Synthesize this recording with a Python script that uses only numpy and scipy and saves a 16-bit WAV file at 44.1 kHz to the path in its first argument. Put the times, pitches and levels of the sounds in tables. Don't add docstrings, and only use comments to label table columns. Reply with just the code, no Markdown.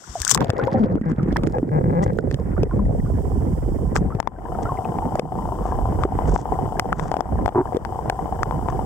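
import sys
import numpy as np
from scipy import signal
from scipy.fft import rfft, irfft
from scipy.io import wavfile
from scipy.ndimage import uniform_filter1d

SR = 44100
rng = np.random.default_rng(int(sys.argv[2]) if len(sys.argv) > 2 else 0)


def voltage_ratio(decibels):
    exponent = np.asarray(decibels, float) / 20
    return 10 ** exponent


def waveform_to_disk(signal):
    frames = np.transpose(np.atleast_2d(signal))
    scaled = np.clip(frames, -1, 1) * 32767
    samples = np.round(scaled).astype(np.int16)
    wavfile.write(sys.argv[1], SR, samples)


N = 390456

# (time [s], level [dB])
HISS_LEVEL = [(0.37, -81), (0.55, -73), (1.05, -81.5), (1.34, -70), (2.26, -70), (3.3, -62), (3.8, -63),
              (4.2, -69.5), (4.64, -61.5), (5.7, -61.5), (6.5, -60), (7.1, -65.5), (8.85, -60.5)]
# (time [s], level [dB])
FIZZ = [(0, -48.5), (.19, -38.5), (.27, -37.5), (.3, -28.5), (.362, -33.5)]
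# (frequency [Hz], relative level [dB])
FIZZ_COLOUR = [(590, -33), (1000, 2.5), (1500, -1), (2320, -14), (3530, -5), (4010, -13), (5630, 1.5),
               (7990, -1), (9980, -22), (12900, -21), (16300, -31)]
# (frequency [Hz], level [dB], time to fall 60 dB [s], taken as 0.002 if less)
HOUSING_MODES = [(1770, 12.5, 0.0028), (2600, -3.5, 0.0046), (3290, 0, 0.0036), (4600, -3, 0.0031),
                 (5240, -4, 0.0031), (6790, -15, 0.011), (11900, -15, 0.0014)]


def evened(x):
    return x / np.sqrt(np.mean(x ** 2) + 1e-20)


def curves(rows):
    s, *columns = np.transpose(rows)
    return [np.interp(np.arange(N) / SR, s, c) for c in columns]


def read(points, hz, count=1):
    points = np.transpose(points)
    return np.interp(np.log(hz + 1), np.log(points[0] + 1), points[count])


def coloured(x, points):
    gain = voltage_ratio(read(points, np.fft.rfftfreq(N, 1 / SR)))
    return evened(irfft(rfft(x) * gain, N))


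def sides(x, pan_db):
    gains = voltage_ratio(np.array([pan_db / 2, -pan_db / 2]).reshape(2, -1))
    return x * gains / np.cosh(pan_db * np.log(10) / 40)


def lagged(x):
    return np.array([x[0], np.roll(x[1], 5)])


def decay(t60, size):
    return voltage_ratio(-60 * np.arange(size) / SR / t60)


def rings(modes, size=3000):
    t = np.arange(size) / SR
    return sum(voltage_ratio(db) * decay(max(t60, .002), size) * np.sin(2 * np.pi * hz * t) for hz, db, t60 in modes)


def soften(x, size):
    return signal.oaconvolve(x, np.hanning(int(size)))[:len(x)]


def add(mix, s, sound):
    part = mix[:, round(s * SR):][:, :sound.shape[1]]
    part += sound[:, :part.shape[1]]


def ports(a, b):
    # (frequency [Hz], likeness of the sides [share], phase by which the left leads [rad])
    port_likeness = [(60, 0.53, -0.05), (141, 1, -0.04), (290, 0.82, -1.28), (598, 1, 2.18),
                     (1320, 0.32, -3.5), (3200, 0.14, 2.5)]
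    hz = np.fft.rfftfreq(N, 1 / SR)
    same = np.clip(read(port_likeness, hz), 0, 1)
    shared = same * rfft(a) * np.exp(-1j * read(port_likeness, hz, count=2))
    own = np.sqrt(1 - same ** 2) * rfft(b)
    return np.array([a, irfft(shared + own, N)])


def grains(low_hz, high_hz, turns, per_s, spread_db, clumps):
    out = np.zeros((2, N))
    for hz in np.geomspace(low_hz, high_hz, num=10):
        u = np.arange(int(5 * turns * SR / hz)) * hz / SR / turns
        wavelet = u * np.exp(-2 * u) * np.sin(2 * np.pi * turns * u)
        when = rng.random((2, N)) < per_s * clumps / 10 / SR
        size = voltage_ratio(spread_db * np.minimum(rng.exponential(1, (2, N)), 4)) * rng.choice([-1, 1], (2, N))
        out += signal.oaconvolve(when * size, wavelet[None])[:, :N]
    return ports(*evened(out))


def hiss():
    # (frequency [Hz], relative level [dB])
    hiss_colour = [(1350, -38.5), (2300, -18.5), (2780, -10.5), (3060, -1.5), (4150, -18.5), (4690, -5.5),
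                   (5620, -2), (6100, -6.5), (8050, 1.5), (9640, -7.5), (15100, -8), (16300, -6)]
    (level_db,) = curves(HISS_LEVEL)
    noise = coloured(rng.standard_normal((2, N)), hiss_colour)
    return voltage_ratio(level_db) * noise * voltage_ratio(np.array([[9], [4]]))


def works():
    # (time [s], level above the hiss curve [dB], left over right [dB])
    buzz_levels = [(0, -21, 11.5), (2.6, 20, 1), (2.9, 18.5, -36), (3.9, 20.5, -8), (4.3, 33.5, 8),
                   (5.3, 32, 7), (6.3, 33, 7.5), (8.85, 31.5, 8)]
    # (frequency [Hz], level [dB], time to fall 60 dB [s])
    body_modes = [(766, 9.5, 0.034), (893, 10.5, 0.02), (1010, -10, 0.4), (488, -5, 0.049)]
    # (frequency [Hz], level [dB], time to fall 60 dB [s])
    whine_modes = [(3030, 10, 0.02), (3460, -7.5, 0.073)]
    pictures_per_s, start_s, strong_db = 30000 / 1001, .0152, 5.5
    (hiss_db,), (buzz_db, pan_db) = curves(HISS_LEVEL), curves(buzz_levels)
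    picture = np.arange(int(N / SR * pictures_per_s))[:, None]
    chance = rng.standard_normal((len(picture), 2, 2))
    after_s, kick_db = np.array([0, .021]), np.array([0, -9])
    at = (start_s + picture / pictures_per_s + after_s + .0004 * chance[..., 0]) * SR
    size_db = kick_db + 0.95 * chance[..., 1] + strong_db * (picture % 2)
    kicks = np.zeros(N)
    np.add.at(kicks, np.clip(at.astype(int), 0, N - 1), voltage_ratio(size_db))
    shudder = signal.oaconvolve(kicks, decay(0.035, 3000))[:N]
    drive = kicks + (0.02 + 0.094 * shudder) * rng.standard_normal(N)
    body = evened(signal.oaconvolve(soften(drive, 37), rings(body_modes))[:N])
    whine = evened(signal.oaconvolve(soften(drive, 6), rings(whine_modes))[:N])
    buzz = lagged(sides((body + voltage_ratio(-34.5) * whine) * voltage_ratio(buzz_db), pan_db))
    return voltage_ratio(hiss_db) * buzz


def ticks():
    # (time [s], ticks on each side [per s], level of the smallest, before ringing [dB])
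    tick_rates = [(.36, 5, -41), (.37, 41, -43), (.6, 71, -40), (.9, 25, -49.5), (2.4, 13, -45.5),
                  (2.9, 2.6, -63.5)]
    per_s, level_db = curves(tick_rates)
    wander = evened(uniform_filter1d(uniform_filter1d(rng.standard_normal(N), 1500), 1500))
    clusters = voltage_ratio(7.9 * wander)
    size = voltage_ratio(level_db + 5.3 * np.minimum(rng.exponential(1, (2, N)), 3))
    size *= rng.random((2, N)) < per_s * clusters / clusters.mean() / SR
    clicks = size + 0.62 * size[::-1]
    places = len(HOUSING_MODES) - 2
    place = rng.integers(0, places, N)
    out = np.zeros((2, N))
    for k in range(places):
        ring = soften(rings(HOUSING_MODES[k + 1:k + 3]), 3)
        out += signal.oaconvolve(clicks * (place == k), ring[None])[:, :N]
    return out


def grit():
    rustles = [(1.085, 1.119, -57.5, -38.5), (2.02, 2.056, -40.5, -44), (3.946, 3.991, -33, -25.5),
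               (4.624, 4.639, -40.5, -55), (5.588, 5.776, -59, -38.5), (5.994, 6.065, -53, -33.5),
               (6.255, 6.338, -46.5, -40), (6.313, 6.449, -42, -50), (6.915, 7.153, -53, -40),
               (8.697, 8.708, -42.5, -23)]
    # (frequency [Hz], relative level [dB])
    swish_colour = [(500, -15), (1000, 7.5), (1800, -7), (3300, -26), (4200, -42)]
    sparks = 3.5 * rng.exponential(1, N) * (rng.random(N) < 900 / SR)
    crackle = coloured(rng.standard_normal(N) * (0.44 + sparks), FIZZ_COLOUR)
    swish = coloured(crackle, swish_colour)
    out = np.zeros((2, N))
    for start, end, db, swish_db in rustles:
        span = slice(int(start * SR), int(end * SR))
        part = voltage_ratio(db) * crackle[span] + voltage_ratio(swish_db) * swish[span]
        swell = np.sin(np.pi * np.linspace(0, 1, len(part)) ** 0.86) ** 2
        add(out, start, sides(part * swell, np.array(9.)))
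    return out


def pulse_trains():
    # (start [s], end [s], pulses [per s], level [dB], modes over swing [dB], lift of the upper modes [dB])
    trains = [(0.558, 0.619, 530, -21.5, 5, 9), (0.641, 0.92, 610, -31.5, -19, -9),
              (0.746, 0.776, 236, -16.5, -12, 1), (0.798, 0.846, 217, -13, -28, 0),
              (0.9, 0.946, 180, -23, -11, -7), (1.06, 1.118, 158, -18.5, -9.5, 11.5),
              (1.528, 1.572, 720, -23.5, -1, 3.5), (1.691, 1.695, 170, -23.5, -4.5, 17),
              (1.716, 1.789, 156, -16, -4.5, 6), (1.811, 1.818, 180, -21.5, 2, 1),
              (1.841, 1.845, 187, -17.5, 0.5, 7), (1.857, 1.867, 130, -18, -6, 5.5),
              (1.877, 1.889, 147, -16.5, -14, -1), (1.896, 1.911, 130, -18, -2, 5.5),
              (1.927, 1.942, 136, -21.5, 3, 3.5), (1.951, 1.992, 172, -16, -2.5, 6),
              (2.006, 2.04, 188, -17.5, 0, -8), (2.063, 2.065, 113, -11.5, -2, 5),
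              (2.08, 2.089, 107, -16, -8, 8), (2.097, 2.106, 170, -17.5, -1.5, 7),
              (2.772, 2.836, 193, -16.5, -27.5, 8), (7.731, 7.764, 67, -26.5, 17, 3)]
    train_modes = [(507, 9, 0.027), (780, 7, 0.015), (954, -15.5, 0.012), (1620, -4, 0.016),
                   (1947, -10, 0.019)]
    out = np.zeros((2, N))
    swell = np.sin(np.pi / 2 * np.minimum(np.arange(3000) / SR / 0.00043, 1)) ** 2
    chance = rng.standard_normal((len(trains), 2, 14000))
    for (start, end, per_s, db, over_db, upper_db), (a, b) in zip(trains, chance):
        size = int((end - start) * SR)
        uneven = per_s / 3000
        rate = per_s * (1 + uneven * evened(uniform_filter1d(a, size=300)))
        turns = np.cumsum(rate)[:size] / SR
        pulses = np.diff(np.floor(turns), prepend=-1) * voltage_ratio(30 * uneven * b[:size])
        body = evened(rings(train_modes[:3]) + voltage_ratio(upper_db) * rings(train_modes[3:]))
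        swing = evened(rings([(per_s, 0, 3.1 / per_s)]))
        ring = swing + voltage_ratio(over_db) * body * swell
        sound = soften(soften(signal.fftconvolve(pulses, ring), size=21), size=21)
        sound *= voltage_ratio(db) / sound[:size + 150].std()
        add(out, start, np.array([sound, 0.63 * np.roll(sound, -20)]))
    return out


def rasp():
    # (start [s], end [s], slips at first [per s], slips at last [per s], level [dB])
    drag = (7.548, 7.616, 106, 146, -13)
    # (frequency [Hz], level [dB], time to fall 60 dB [s])
    covered_modes = [(369, 3.5, 0.045), (760, -0.5, 0.014), (945, -4, 0.033), (1380, -27, 0.024)]
    start, end, first_per_s, last_per_s, db = drag
    size, out = int((end - start) * SR), np.zeros((2, N))
    turns = np.cumsum(np.linspace(first_per_s, last_per_s, size)) / SR
    slips = np.diff(np.floor(turns), prepend=-1) * voltage_ratio(2.5 * rng.standard_normal(size))
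    slips += 0.07 * rng.standard_normal(size)
    sound = soften(soften(signal.fftconvolve(slips, rings(covered_modes)), size=21), size=21)
    add(out, start, np.array([sound, sound]) * voltage_ratio(db) / sound[:size].std())
    return lagged(out)


def single_tones():
    # (time [s], level at the start [dB], frequency at the start [Hz], time to fall 60 dB [s],
    #  half the pitch change over that fall [share])
    tones = [(0.09, -17, 60, 0.074, -0.11), (0.154, -16, 742, 0.066, -0.25), (0.204, -3, 68, 0.037, -0.089),
             (0.231, -24.5, 1640, 0.023, 0.079), (.268, -14.5, 1470, 0.016, 0.039),
             (0.291, -11, 1780, 0.0072, -0.0085), (0.352, -7, 880, 0.015, 0.58),
             (0.566, -30, 1830, 0.04, 0.15), (0.492, 7.5, 112, 0.041, -0.1),
             (0.587, -16.5, 996, 0.04, 0.088), (0.597, -17, 1400, 0.037, 0.11),
             (.742, -14.5, 535, 0.19, -0.078), (.745, -17.5, 778, 0.15, -0.085),
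             (.62, -27.5, 809, 0.45, 0.07), (.672, -19.5, 533, 0.2, 0.041), (0.68, -14, 920, 0.045, 0.09),
             (1.195, -30, 1390, 0.054, -0.38), (1.309, -31, 1550, 0.031, 0.62),
             (1.36, -8.5, 890, 0.018, 0.14), (1.363, -15, 1720, 0.033, 0.26),
             (1.557, -17.5, 513, 0.16, -0.22), (1.629, 6, 290, 0.028, -0.089),
             (2.187, -11, 1410, 0.018, 0.065), (2.386, -35, 1070, 0.065, -0.033),
             (2.397, -18, 465, 0.058, 0.014), (2.566, -30.5, 1250, 0.068, -0.22),
             (2.71, -26, 1010, 0.1, 0.16), (2.71, -30, 1470, 0.045, -0.17),
             (2.793, -22, 1047, 0.053, -0.11), (4.104, -26.5, 1080, 0.04, 0.23),
             (4.123, -29.5, 1290, 0.062, 0.039), (4.147, 1, 121, 0.028, 0.21),
             (4.362, -35.5, 1540, 0.065, 0.026), (4.548, -26.5, 1300, 0.022, -0.028),
             (4.773, -35, 2140, 0.04, -0.18), (4.656, -23.5, 1310, 0.08, 0.2),
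             (4.692, -21.5, 1120, 0.15, -0.22), (5.025, -18, 887, 0.097, -0.031),
             (5.154, -5.5, 760, 0.023, -.45), (5.194, -5.5, 725, 0.03, -0.47), (.857, -13.5, 520, 0.068, 0),
             (.9, -22, 503, 0.12, 0.067), (3.06, -32.5, 1150, .03, .1), (3.068, -43, 1440, 0.072, 0),
             (2.031, -28.5, 1910, 0.05, 0.11), (4.847, -34, 2600, 0.022, -.07),
             (5.715, -35, 1630, 0.049, 0)]
    out, t = np.zeros((2, N)), np.arange(5000) / SR
    for s, db, hz, t60, slide in tones:
        tone = np.sin(2 * np.pi * hz * (t + slide * t ** 2 / t60))
        fade = voltage_ratio(db) * decay(t60, len(t)) * np.minimum(t * hz, 1)
        add(out, s, np.array([tone, tone]) * fade)
    return out


def knocks_and_thumps():
    # (time [s], strength of the ring [dB], its frequency [Hz], crack level [dB], left over right [dB])
    blows = [(0.3753, -5.5, 1150, -32, -8), (0.406, -10, 400, -32, -7), (0.4155, -6, 970, -44, -24),
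             (0.422, -11, 844, -47, -19), (0.495, -5.5, 730, -42, 7), (0.445, -12, 670, -37, 8),
             (0.5023, -2.5, 660, -22, 5), (0.534, -5, 437, -48, 10), (0.5912, -6, 530, -51, 16),
             (0.6717, -9, 524, -49.5, 26), (0.955, -2.5, 300, -48, 6), (1.013, -8, 227, -51.5, -1),
             (1.117, -6.5, 234, -46, 1), (1.184, -7.5, 203, -65, -3), (1.435, -9, 290, -41, 3),
             (1.231, -1, 186, -45, -1), (1.326, -9, 263, -45, -3), (1.285, -7, 285, -50, 0),
             (1.368, -10, 1660, -32, -28), (1.4714, -2.5, 330, -37, -7.5), (1.584, -7, 478, -49, 3),
             (2.1876, 0, 428, -42, -28), (2.3124, -15.5, 446, -39.5, 3.5), (2.3433, -16, 430, -37.5, 5),
             (2.6327, 5, 434, -29, 3.5), (3.9581, -7.5, 830, -60, -33), (3.963, -10, 457, -25.5, 9),
             (4.15, -15.5, 400, -53, 18), (4.2014, 8.5, 890, -18.5, 26), (4.2284, -10.5, 1010, -46, 19),
             (4.274, 10.5, 960, -30, 43.5), (4.9863, -8.5, 760, -49, 2), (5.1547, -8, 654, -40.5, 14),
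             (5.1951, 6, 500, -20.5, 6), (6.0361, -2.5, 1160, -38, 11), (6.052, 3.5, 390, -47, -1),
             (6.189, -8, 860, -59, 6), (6.361, 7.5, 870, -35, 8), (6.796, -1, 754, -15, 4),
             (6.9278, 5.5, 1310, -28.5, 8), (6.996, -8, 985, -36.5, 15), (7.116, -4, 770, -40, 9),
             (7.1409, -4.5, 790, -40, 8), (7.1676, -6, 730, -43, 10), (7.2066, 3.5, 780, -32.5, 14),
             (7.4596, -0.5, 754, -30.5, 15), (7.4791, 3.5, 780, -35.5, 15), (7.49, -3, 780, -43, 6),
             (7.747, -6, 362, -50, -1), (7.7688, 4, 464, -31, 8), (7.8499, -10, 1010, -40.5, 15),
             (8.0984, 4.5, 750, -22, 5.5), (8.4317, 1.5, 1230, -30.5, 9.5), (8.51, -7, 930, -49, 8),
             (8.686, -5.5, 920, -46, 9)]
    out, chance = np.zeros((2, N)), rng.standard_normal((len(blows), len(HOUSING_MODES) + 200))
    for (s, db, hz, crack_db, pan_db), c in zip(blows, chance):
        crack = rings([(f, d + 2.0 * k, t60) for (f, d, t60), k in zip(HOUSING_MODES, c)])
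        chatter = 0.49 * c[-200:] * decay(0.0089, 200)
        chatter[0] = 1
        ring = soften(rings([(hz, db, 11 / hz), (1.44 * hz, db - 27.0, 9 / hz)]), 10) / 6
        ragged = np.convolve(crack, chatter)[:len(ring)]
        add(out, s, sides(ring + voltage_ratio(crack_db) * ragged, pan_db))
    return lagged(out)


def foam():
    # (time [s], level before snap, spray and sides [dB])
    burst_list = [(0.202, -23), (0.218, -11.5), (0.2495, -10.5), (0.2786, -9), (0.295, -7.5), (0.3, -18),
                  (0.306, -5), (0.3124, 3), (0.316, -8), (0.321, -13), (0.34, -21), (0.347, -4),
                  (0.348, -15.5)]
    (fizz_db,), pan_db = curves(FIZZ), np.array(24)
    sparks = voltage_ratio(fizz_db - fizz_db[0]) * (rng.random(N) < 600 / SR) * rng.exponential(1, N)
    fizz = rng.standard_normal((2, N)) * (1 + sparks)
    dry_port = np.arange(N) < FIZZ[-1][0] * SR
    out = coloured(fizz, FIZZ_COLOUR) * sides(voltage_ratio(fizz_db) * dry_port, pan_db)
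    noise = coloured(rng.standard_normal(N), FIZZ_COLOUR)
    bright = evened(signal.lfilter([1, -.65], 1, noise))
    puffs = bright[:len(burst_list) * 1200].reshape(-1, 2, 600)
    fade = decay(0.0041, 600) + 0.21 * decay(0.034, 600)
    fade *= np.minimum(np.arange(600) / SR / 0.00019, 1)
    for (s, db), puff in zip(burst_list, puffs):
        add(out, s, sides(voltage_ratio(db) * fade * puff, pan_db))
    return out


def slams():
    # (time of the crest [s], height above the flow [dB])
    crests = [(.955, 12), (2.609, 3.5), (2.858, 10), (4.04, 6.5), (6.33, 12), (7.02, 8), (7.33, 12.5),
              (7.43, 11.5)]
    t, rise_s, fall_s = np.arange(N) / SR, 0.067, 0.055
    return sum(db * np.exp(-((t - s) / np.where(t < s, rise_s, fall_s)) ** 2) for s, db in crests)


def current():
    # (time [s], buffeting [dB], gurgle of trapped air [dB], small bubbles [dB]), before slams and sides
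    flow = [(0.0, -56, -31.5, -49.5), (0.27, -26, -29.5, -53), (0.345, -54, -18.5, -50),
            (0.39, -34, -20.5, -36), (0.6, -39, -29.5, -37), (0.9, -49.5, -22, -40), (1.0, -39, -33, -48),
            (1.26, -27.5, -22.5, -39.5), (1.6, -30, -24.5, -51.5), (1.68, -41, -19.5, -49),
            (2.16, -31.5, -23, -53.5), (2.5, -24, -23.5, -43.5), (3.0, -19, -23.5, -52),
            (4.0, -24.5, -25, -50), (4.25, -29.5, -32, -46), (5.3, -34, -28, -53), (5.9, -21, -28, -49),
            (6.2, -26.5, -27.5, -43), (6.6, -28, -25, -46.5), (7.25, -36, -35, -48.5),
            (8.85, -26, -28.5, -48.5)]
    # (time [s], left over right [dB])
    sway = [(0.0, 8), (0.67, 4), (0.76, -4), (1.38, -1.5), (2.34, -6), (2.76, -1.5), (3.84, -4.5),
            (4.26, 12), (4.41, -3.5), (8.85, -3.5)]
    (buffet_db, gurgle_db, small_db), (pan_db,), slam_db = curves(flow), curves(sway), slams()
    surge = evened(uniform_filter1d(uniform_filter1d(rng.standard_normal(N), 700), 700))
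    clumps = voltage_ratio(6.5 * surge) / voltage_ratio(6.5 * surge).mean()
    buffeting = voltage_ratio(buffet_db + slam_db) * grains(38.4, 102.6, 1.5, 250, 0.47, clumps ** .4)
    gurgle = voltage_ratio(gurgle_db + 0.65 * slam_db) * grains(110.3, 563, 1.36, 500, 3.12, clumps)
    wash = grains(624, 1860, 1.65, 5000, 5.1, clumps)
    blips = voltage_ratio(-2.0) * grains(500, 1900, 4.9, 26, 3.9, clumps ** 0.41)
    flooded = np.clip((np.arange(N) / SR - FIZZ[-1][0]) / .02 + 1, .15, 1)
    return (buffeting + gurgle) * sides(flooded, pan_db) + voltage_ratio(small_db) * (wash + blips)


def scene():
    water = current() + foam() + ticks() + grit()
    single_sounds = pulse_trains() + knocks_and_thumps() + single_tones() + rasp()
    return water + single_sounds + works() + hiss()


def gain_control(x):
    limit_db, recovery_db_per_s, sense_s, grab_s = -12, 69, 0.002, 0.0007
    power = (uniform_filter1d(x, size=7) ** 2).mean(0)
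    power_db = 10 * np.log10(abs(uniform_filter1d(power, int(sense_s * SR))) + 1e-12)
    climb, grab = np.arange(N) * recovery_db_per_s / SR, int(grab_s * SR)
    held_db = np.maximum.accumulate(power_db + climb) - climb
    over_db = np.maximum(held_db - limit_db, 0)
    return x * voltage_ratio(-uniform_filter1d(over_db, grab, origin=-(grab // 2)))


def band_limit(x):
    return signal.sosfilt(signal.butter(12, 16440, fs=SR, output="sos"), x)


def record(dry):
    x = signal.sosfilt(signal.butter(2, 32, "high", fs=SR, output="sos"), dry)
    x = np.clip(gain_control(x), -1, 1)
    treble_cut = signal.firwin(511, 15900, window=("kaiser", 9), fs=SR)
    x = signal.oaconvolve(x, treble_cut[None], "same")
    return band_limit(x)


dry = scene()
out = record(dry)
waveform_to_disk(out)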